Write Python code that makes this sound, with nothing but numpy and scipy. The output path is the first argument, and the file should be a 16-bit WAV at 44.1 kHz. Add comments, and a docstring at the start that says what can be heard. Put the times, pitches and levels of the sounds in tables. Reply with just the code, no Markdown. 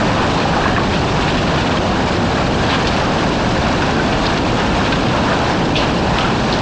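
"""A harbour, heard in mono from a roof above the water while a tsunami pours through it.
Low-passed noise makes the roar of the flood; noise and ringing bubbles make its rush, slosh and gurgle.
Bright noise, fizz and random impulses make the foam, with splashes and single drops.
Wreckage cracks as bursts of impulses and knocks as damped modes; house fronts scatter it back.
"""
import sys
import numpy as np
from scipy import signal
from scipy.fft import rfft, irfft
from scipy.io import wavfile
from scipy.ndimage import uniform_filter1d

SR = 44100
rng = np.random.default_rng(int(sys.argv[2]) if len(sys.argv) > 2 else 0)


def materialize(psi):
    """Save the field psi as 16-bit PCM at rate SR to the path in sys.argv[1].

    A 1-D psi becomes a single channel; in a 2-D psi each row is a channel.
    """
    bounded = np.clip(np.atleast_2d(psi).T, -1, 1)
    quanta = np.round(bounded * 32767).astype(np.int16)
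    wavfile.write(sys.argv[1], SR, quanta)


N = 291809
TIME = np.arange(N) / SR  # s
HZ = np.maximum(np.fft.rfftfreq(N, 1 / SR), 1)  # kept above 0 for the logarithm

# relative spectrum of the deep flood: frequency_hz, density_db [dB per Hz]
ROAR_SPECTRUM = [(12, -16), (25, -5.5), (55, 0), (100, 0.5), (175, 2.5), (230, 0.9), (310, -0.3), (410, -5),
                 (800, -11.5), (2000, -67.5)]
# relative spectrum of the broken surface: frequency_hz, density_db [dB per Hz]
RUSH_SPECTRUM = [(150, -14.5), (350, -9), (520, -2), (780, 0), (1000, -1.5), (1220, -6), (1700, -9.5),
                 (2100, -13), (4000, -53)]
# waves that swell above the steady rush: crest_s, gain_db, length_s
WAVE_SWELLS = [(0.112, 3, 0.46), (0.569, 2.6, 0.18), (1.45, 1.5, .6), (2.978, 2.5, 0.67), (5.82, 4.5, 0.12)]
# relative spectrum of foam and spray: frequency_hz, density_db [dB per Hz]
FOAM_SPECTRUM = [(600, -32), (1400, -1), (2000, 0.5), (2640, -2), (3200, -4), (4000, -5), (5000, -9),
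                 (7000, -17.5), (8300, -24), (9300, -36.5)]
# course of the foam, before each layer's own gain; the slosh follows it: time_s, level_db
FOAM_LEVEL = [(0.03, -27.5), (0.62, -27.5), (0.73, -28.5), (0.795, -31.5), (0.84, -28), (1.35, -27.5),
              (1.74, -28), (1.85, -29.5), (2.4, -28.5), (2.7, -27.5), (2.82, -27), (3.5, -28), (4.4, -28.5),
              (4.85, -27.5), (5.15, -29), (5.68, -29), (5.9, -28.5), (6.58, -28.5)]
# waves breaking into spray, before the layer's gain: start_s, level_db, length_s
BREAKING_WAVES = [(0.391, -27, 0.039), (0.82, -24.5, 0.016), (0.925, -24, 0.04), (1.21, -21.5, 0.022),
                  (1.275, -21, 0.03), (1.333, -23, .012), (1.365, -21.5, .026), (1.464, -23, 0.018),
                  (1.535, -22.5, .016), (1.572, -20.5, .016), (1.603, -23, .016), (1.653, -20.5, .02),
                  (1.704, -21.5, .016), (1.757, -21, 0.022), (2.686, -19.5, 0.069), (4.765, -28, .03),
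                  (4.828, -26, 0.05), (5.79, -23, 0.055)]
# relative spectrum of falling spray: frequency_hz, density_db [dB per Hz]
DROP_SPECTRUM = [(500, -10.5), (1300, 8), (2800, 5), (4200, -1), (5500, -11.5), (7500, -17.5), (9300, -34)]
# wreckage splintering, levels at the source: start_s, level_db, centre_hz, width_octaves, rise_s, t60_s
SPLINTERING = [ (2.869, -11.5, 3050, 1.9, .002, .09), (3.133, -28, 6500, 0.9, 0.0006, .03),
               (3.821, -21, 4170, 0.69, .0013, 0.052), (4.124, -18, 1920, 1.3, 0.0009, 0.16),
               (4.2555, -12.5, 3200, 1.2, .0008, .03), (4.264, -11, 4200, .6, .0008, .035),
               (4.376, -12.8, 3000, 1.4, .0009, .03), (4.92, -11, 2400, 1.7, .002, .08),
               (5.082, -18.5, 3470, 1.1, 0.00077, .035), (5.754, -11.5, 2900, .6, .0005, .13),
               (5.763, -15.3, 3300, 1.4, .002, .22), (6.184, -8.7, 3000, .8, .0004, .03),
               (6.207, -14.5, 2800, .5, .0012, .045), (6.244, -21.5, 2710, 0.74, 0.00084, 0.091),
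               (6.525, -14, 3900, .55, .0008, .08), (6.537, -15.5, 4500, .7, .0008, .04),
               (6.589, -21, 4280, .5, .0005, 0.017), ]
# floating pieces colliding, levels at the source: start_s, level_db, pitch_hz, t60_s
COLLISIONS = [(0.453, -9.5, 800, .05), (0.536, -12.5, 1500, .07), (0.566, -9.5, 830, .08),
              (0.586, -11, 750, .05), (0.639, -13, 1680, .04), (0.655, -10, 1650, .06),
              (0.657, -5.5, 1070, .04), (0.68, -11, 1844, .03), (0.764, -8.5, 1740, .04),
              (0.776, -13, 2000, .025), (0.781, -4, 1140, .03), (3.822, -11.5, 1490, .055),
              (3.997, -10, 1530, .055), (4.925, -10, 1575, .07), (6.187, -11, 1285, .08),
              (6.243, -10, 1380, .075), (6.288, -16, 1290, .04)]
# modes of a floating piece: pitch_ratio (before scatter), level_db, t60_share
PIECE_MODES = [(1, 0, 1), (1.12, -8, .65), (1.53, -8, .7), (2.3, -18, .4)]

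# how far the small waves move each level, dB per unit of lapping
RUSH_SWING_DB, SLOSH_SWING_DB, GURGLE_SWING_DB, FOAM_SWING_DB = 1.05, 2.4, 4, .85
SLOSH_FOLLOWS = 1.7  # dB of slosh per dB of foam
FIZZ_DB = -9  # relative to the hiss
# small debris bumping at random; its levels hold at the lowest pitch
BUMPS, BUMP_T60_S = 45, .05
BUMP_LO_HZ, BUMP_HI_HZ = 1072, 3370
BUMP_WEAK_DB, BUMP_STRONG_DB = -24, -18
PIECE_SCATTER = .05  # half the spread of the exponent that stretches the overtones
AIR_HZ, TOP_HZ = 5050, 9150  # cutoffs of the air path and of the microphone signal


def roar(level_db):
    """Turbulence: huge eddies and clouds of trapped air radiate steady broadband noise, mostly low."""
    return colour(rng.standard_normal(N), ROAR_SPECTRUM) * undb(level_db)


def rush(level_db, bubble_db, churn_db):
    """Superposition: many far waves merge into noise, while nearer bubbles resonate through it."""
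    near = bubbles(lo_hz=423, hi_hz=1863, rate=700, cycles=25.6, spread_db=-1.5, count=24)
    wash = rng.standard_normal(N)
    water = colour(wash + undb(bubble_db) * near, RUSH_SPECTRUM)
    return water * undb(level_db + flow_db() + churn_db)


def flow_db():
    """Amplitude envelope: each big wave lifts the steady current's level in a Gaussian bell."""
    return sum(db * np.exp(-(2 * (TIME - crest) / length) ** 2) for crest, db, length in WAVE_SWELLS)


def slosh(level_db, lapping_db):
    """Impact noise: small waves slap the walls irregularly, harder when the water foams."""
    swing_db = 2
    foaming = curve(FOAM_LEVEL, axis=1)
    follow_db = SLOSH_FOLLOWS * (foaming - foaming.mean())
    db = level_db + follow_db + swing_db * walk(45) + lapping_db
    return unit(band(rng.standard_normal(N), 1334, 1.53)) * undb(db)


def gurgle(level_db, lapping_db):
    """Bubble resonance: large air pockets ring low, louder as each small wave folds over."""
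    glugs = bubbles(lo_hz=480, hi_hz=1700, rate=150, cycles=36, spread_db=1.5, count=18)
    return unit(glugs * undb(lapping_db)) * undb(level_db)


def foam(gain_db, crackle_db, flicker_db, lapping_db):
    """Random excitation: spray hisses, ringing droplets fizz and small wreckage crackles unevenly."""
    fizz = bubbles(lo_hz=1528, hi_hz=7780, rate=930, cycles=88, spread_db=1.0, count=30)
    smear = rng.standard_normal(256) * np.exp(-TIME[:256] / 0.0022)
    crackle = unit(signal.oaconvolve(clicks(320, 1.2, N), smear)[:N])
    hiss = rng.standard_normal(N)
    spray = colour(hiss + undb(FIZZ_DB) * fizz + undb(crackle_db) * crackle, FOAM_SPECTRUM)
    return spray * undb(curve(FOAM_LEVEL, axis=1) + gain_db + flicker_db * walk(65) + lapping_db)


def splashes(level_db, drop_rate, drop_spread_db, rise_s, fall_s):
    """Droplet impact: waves break on wreckage, and spray patters and plinks down, then thins out."""
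    throw = np.zeros(N)
    for start, db, length in BREAKING_WAVES:
        age = np.maximum(TIME - start, 0)
        onset = 1 - np.exp(-age / rise_s)
        thinning = np.exp(-np.maximum(age - length, 0) / fall_s)
        throw += undb(db) * onset * thinning
    plinks = bubbles(lo_hz=1500, hi_hz=5500, rate=500, cycles=90, spread_db=1.5, count=28)
    patter = unit(clicks(drop_rate, drop_spread_db, N))
    drops = patter + .5 * plinks + rng.standard_normal(N)
    return colour(drops, DROP_SPECTRUM) * throw * undb(level_db)


def droplets(level_db):
    """Lightly damped resonance: single nearby drops and bubbles ring out of the foam."""
    ringing = bubbles(lo_hz=2300, hi_hz=5200, rate=45, cycles=190, spread_db=1.5, count=36)
    return colour(ringing, DROP_SPECTRUM) * undb(curve(FOAM_LEVEL, axis=1) + level_db)


def cracks(fibre_rate, dust_db, skirt_db):
    """Fracture: timber snaps in a decaying burst of fibre impulses, a core with a wide, faint skirt."""
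    out, t = np.zeros(N), TIME[:16384]
    for start, db, hz, octaves, rise, t60 in SPLINTERING:
        snaps = unit(clicks(fibre_rate, 3.3, len(t)))
        fibres = snaps + undb(dust_db) * rng.standard_normal(len(t))
        shape = (1 - np.exp(-t / rise)) * np.exp(-np.log(1000) * t / t60)
        core = band(fibres, hz, octaves)
        skirt = band(rng.standard_normal(len(t)), hz, 2 * octaves)
        burst = shape * (core + undb(skirt_db) * skirt)
        # the break releases a set energy, however the fibres share it
        burst = burst * np.linalg.norm(shape) / np.linalg.norm(burst)
        add(out, start, undb(db) * burst)
    return out


def knocks(scrape_db):
    """Modal vibration: colliding pieces ring in water-damped modes, with a scrape at the contact."""
    out, t = np.zeros(N), TIME[:4096]
    for start, db, hz, t60 in list(COLLISIONS) + bumps():
        # each piece has its own overtones
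        stretch = 1 + 2 * PIECE_SCATTER * rng.standard_normal()
        ring = np.zeros(len(t))
        for ratio, mode_db, share in PIECE_MODES:
            decay = undb(mode_db - 60 * t / (t60 * share))
            ring += decay * np.sin(2 * np.pi * hz * ratio ** stretch * t)
        scrape = unit(band(rng.standard_normal(len(t)), hz, 0.55)) * np.exp(-t / 0.0063)
        add(out, start, undb(db) * (ring + undb(scrape_db) * scrape))
    return out


def bumps():
    """Size scaling: random faint collisions as rows for knocks; smaller pieces ring higher and weaker."""
    when, smallness, force = rng.random((BUMPS, 3)).T
    hz = BUMP_LO_HZ * (BUMP_HI_HZ / BUMP_LO_HZ) ** smallness
    force_db = BUMP_WEAK_DB + (BUMP_STRONG_DB - BUMP_WEAK_DB) * force
    db = force_db - 10 * np.log10(hz / BUMP_LO_HZ)
    return list(zip(when * N / SR, db, hz, np.full(BUMPS, BUMP_T60_S)))


def distance(x):
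    """Air absorption: the path from wreckage to roof takes the edge off the treble."""
    return signal.sosfilt(signal.butter(3, AIR_HZ, fs=SR, output="sos"), x)


def harbour(x, wet_db, t60):
    """Diffuse reflection: house fronts return a dull, decaying tail after a 25 ms delay."""
    t = TIME[:32768]
    tail = band(rng.standard_normal(len(t)), 1300, 3.2) * undb(-60 * t / t60) * (t > .025)
    return x + undb(wet_db) * signal.fftconvolve(x, tail / np.linalg.norm(tail))[:N]


def microphone(x, notch_hz, width_hz, depth_db):
    """Destructive interference: the small microphone housing weakens one narrow band."""
    return irfft(rfft(x) * undb(-depth_db / (1 + ((HZ - notch_hz) / width_hz) ** 2)), N)


def gain_control(x, window_s, squeeze):
    """Dynamic compression: gain falls as short-term power swells, so the level is more even."""
    power = uniform_filter1d(x ** 2, max(int(window_s * SR), 1)) + 1e-9
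    return x * (np.mean(power) / power) ** (np.clip(squeeze, 0, 1) / 2)


def bubbles(lo_hz, hi_hz, rate, cycles, spread_db, count):
    """Bubble resonance: each size rings, falling 60 dB in some cycles, and rises in pitch."""
    out, t = np.zeros(N), TIME[:2048]
    for hz in np.geomspace(lo_hz, hi_hz, count):
        age = t * hz / cycles
        # the pitch climbs as the bubble nears the surface
        phase = 2 * np.pi * hz * t * (1 + 0.13 * np.minimum(age, 1))
        ring = np.exp(-np.log(1000) * age) * np.sin(phase)
        starts = clicks(rate / count, spread_db, N)
        out += np.sqrt(hz) * unit(signal.oaconvolve(starts, ring)[:N])
    return unit(out)


def clicks(rate, spread_db, size):
    """Random point process: impulses of either sign, their dB levels spread exponentially."""
    happens = rng.random(size) < rate / SR
    strength = undb(spread_db * np.minimum(rng.exponential(size=size), 5))
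    return happens * strength * np.sign(rng.standard_normal(size))


def walk(rate):
    """Random modulation: straight lines between random knots, rate per second, at rms 1."""
    knots = rng.standard_normal(2048)
    return unit(np.interp(TIME * rate, np.arange(len(knots)), knots))


def colour(x, points):
    """Spectral shaping: filter by (Hz, dB) points on a logarithmic frequency axis, to rms 1."""
    hz, db = np.transpose(points)
    gain = undb(np.interp(np.log(HZ), np.log(hz), db))
    return unit(irfft(rfft(x) * gain, N))


def band(x, hz, octaves):
    """Band limitation: a steep band-pass around a centre."""
    edges = np.clip(hz * 2 ** (np.array([-.5, .5]) * max(octaves, .1)), 10, SR / 2 - 100)
    return signal.sosfilt(signal.butter(3, edges, "bandpass", fs=SR, output="sos"), x)


def curve(table, axis):
    """Linear interpolation: one column of a time table at every sample."""
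    rows = np.array(table)
    return np.interp(TIME, rows[:, 0], rows[:, axis])


def add(out, start, sound):
    """Superposition: mix a sound in at a time in seconds."""
    i = max(int(start * SR), 0)
    out[i:i + len(sound)] += sound[:max(N - i, 0)]


def undb(db):
    """Logarithmic level: decibels to amplitude gain."""
    return 10 ** (np.asarray(db) / 20)


def unit(x):
    """Effective value: scale to rms 1."""
    return x / np.sqrt(np.mean(x ** 2) + 1e-18)


def scene():
    """Common modulation: each small wave lifts rush, slosh, gurgle and foam together; wreckage joins."""
    lapping = unit(walk(9) + walk(30))
    water = roar(level_db=-17.0)
    water = water + rush(level_db=-21.5, bubble_db=-12.0, churn_db=RUSH_SWING_DB * lapping)
    water = water + slosh(level_db=-31.0, lapping_db=SLOSH_SWING_DB * lapping)
    water = water + gurgle(level_db=-31, lapping_db=GURGLE_SWING_DB * lapping)
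    spray = foam(gain_db=3.0, crackle_db=-8.5, flicker_db=0.4, lapping_db=FOAM_SWING_DB * lapping)
    spray = spray + splashes(level_db=1, drop_rate=2800, drop_spread_db=2.2, rise_s=0.006, fall_s=0.009)
    spray = spray + droplets(level_db=-12.5)
    wreckage = cracks(fibre_rate=5100, dust_db=2.5, skirt_db=-20) + knocks(scrape_db=-6)
    wreckage = harbour(distance(wreckage), wet_db=-19, t60=.4)
    return (water + spray + wreckage)[None]


def record(dry):
    """Transducer chain: notch the sound, even its level, round the peaks and cut the top."""
    sound = microphone(dry, notch_hz=2042, width_hz=196, depth_db=6.5)
    sound = gain_control(sound, window_s=0.012, squeeze=0.45)
    ceiling = .75  # peaks bend smoothly towards this amplitude
    sound = sound / (1 + (sound / ceiling) ** 4) ** .25
    return signal.sosfilt(signal.ellip(10, .2, 90, TOP_HZ, fs=SR, output="sos"), sound)


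dry = scene()
out = record(dry)
materialize(out)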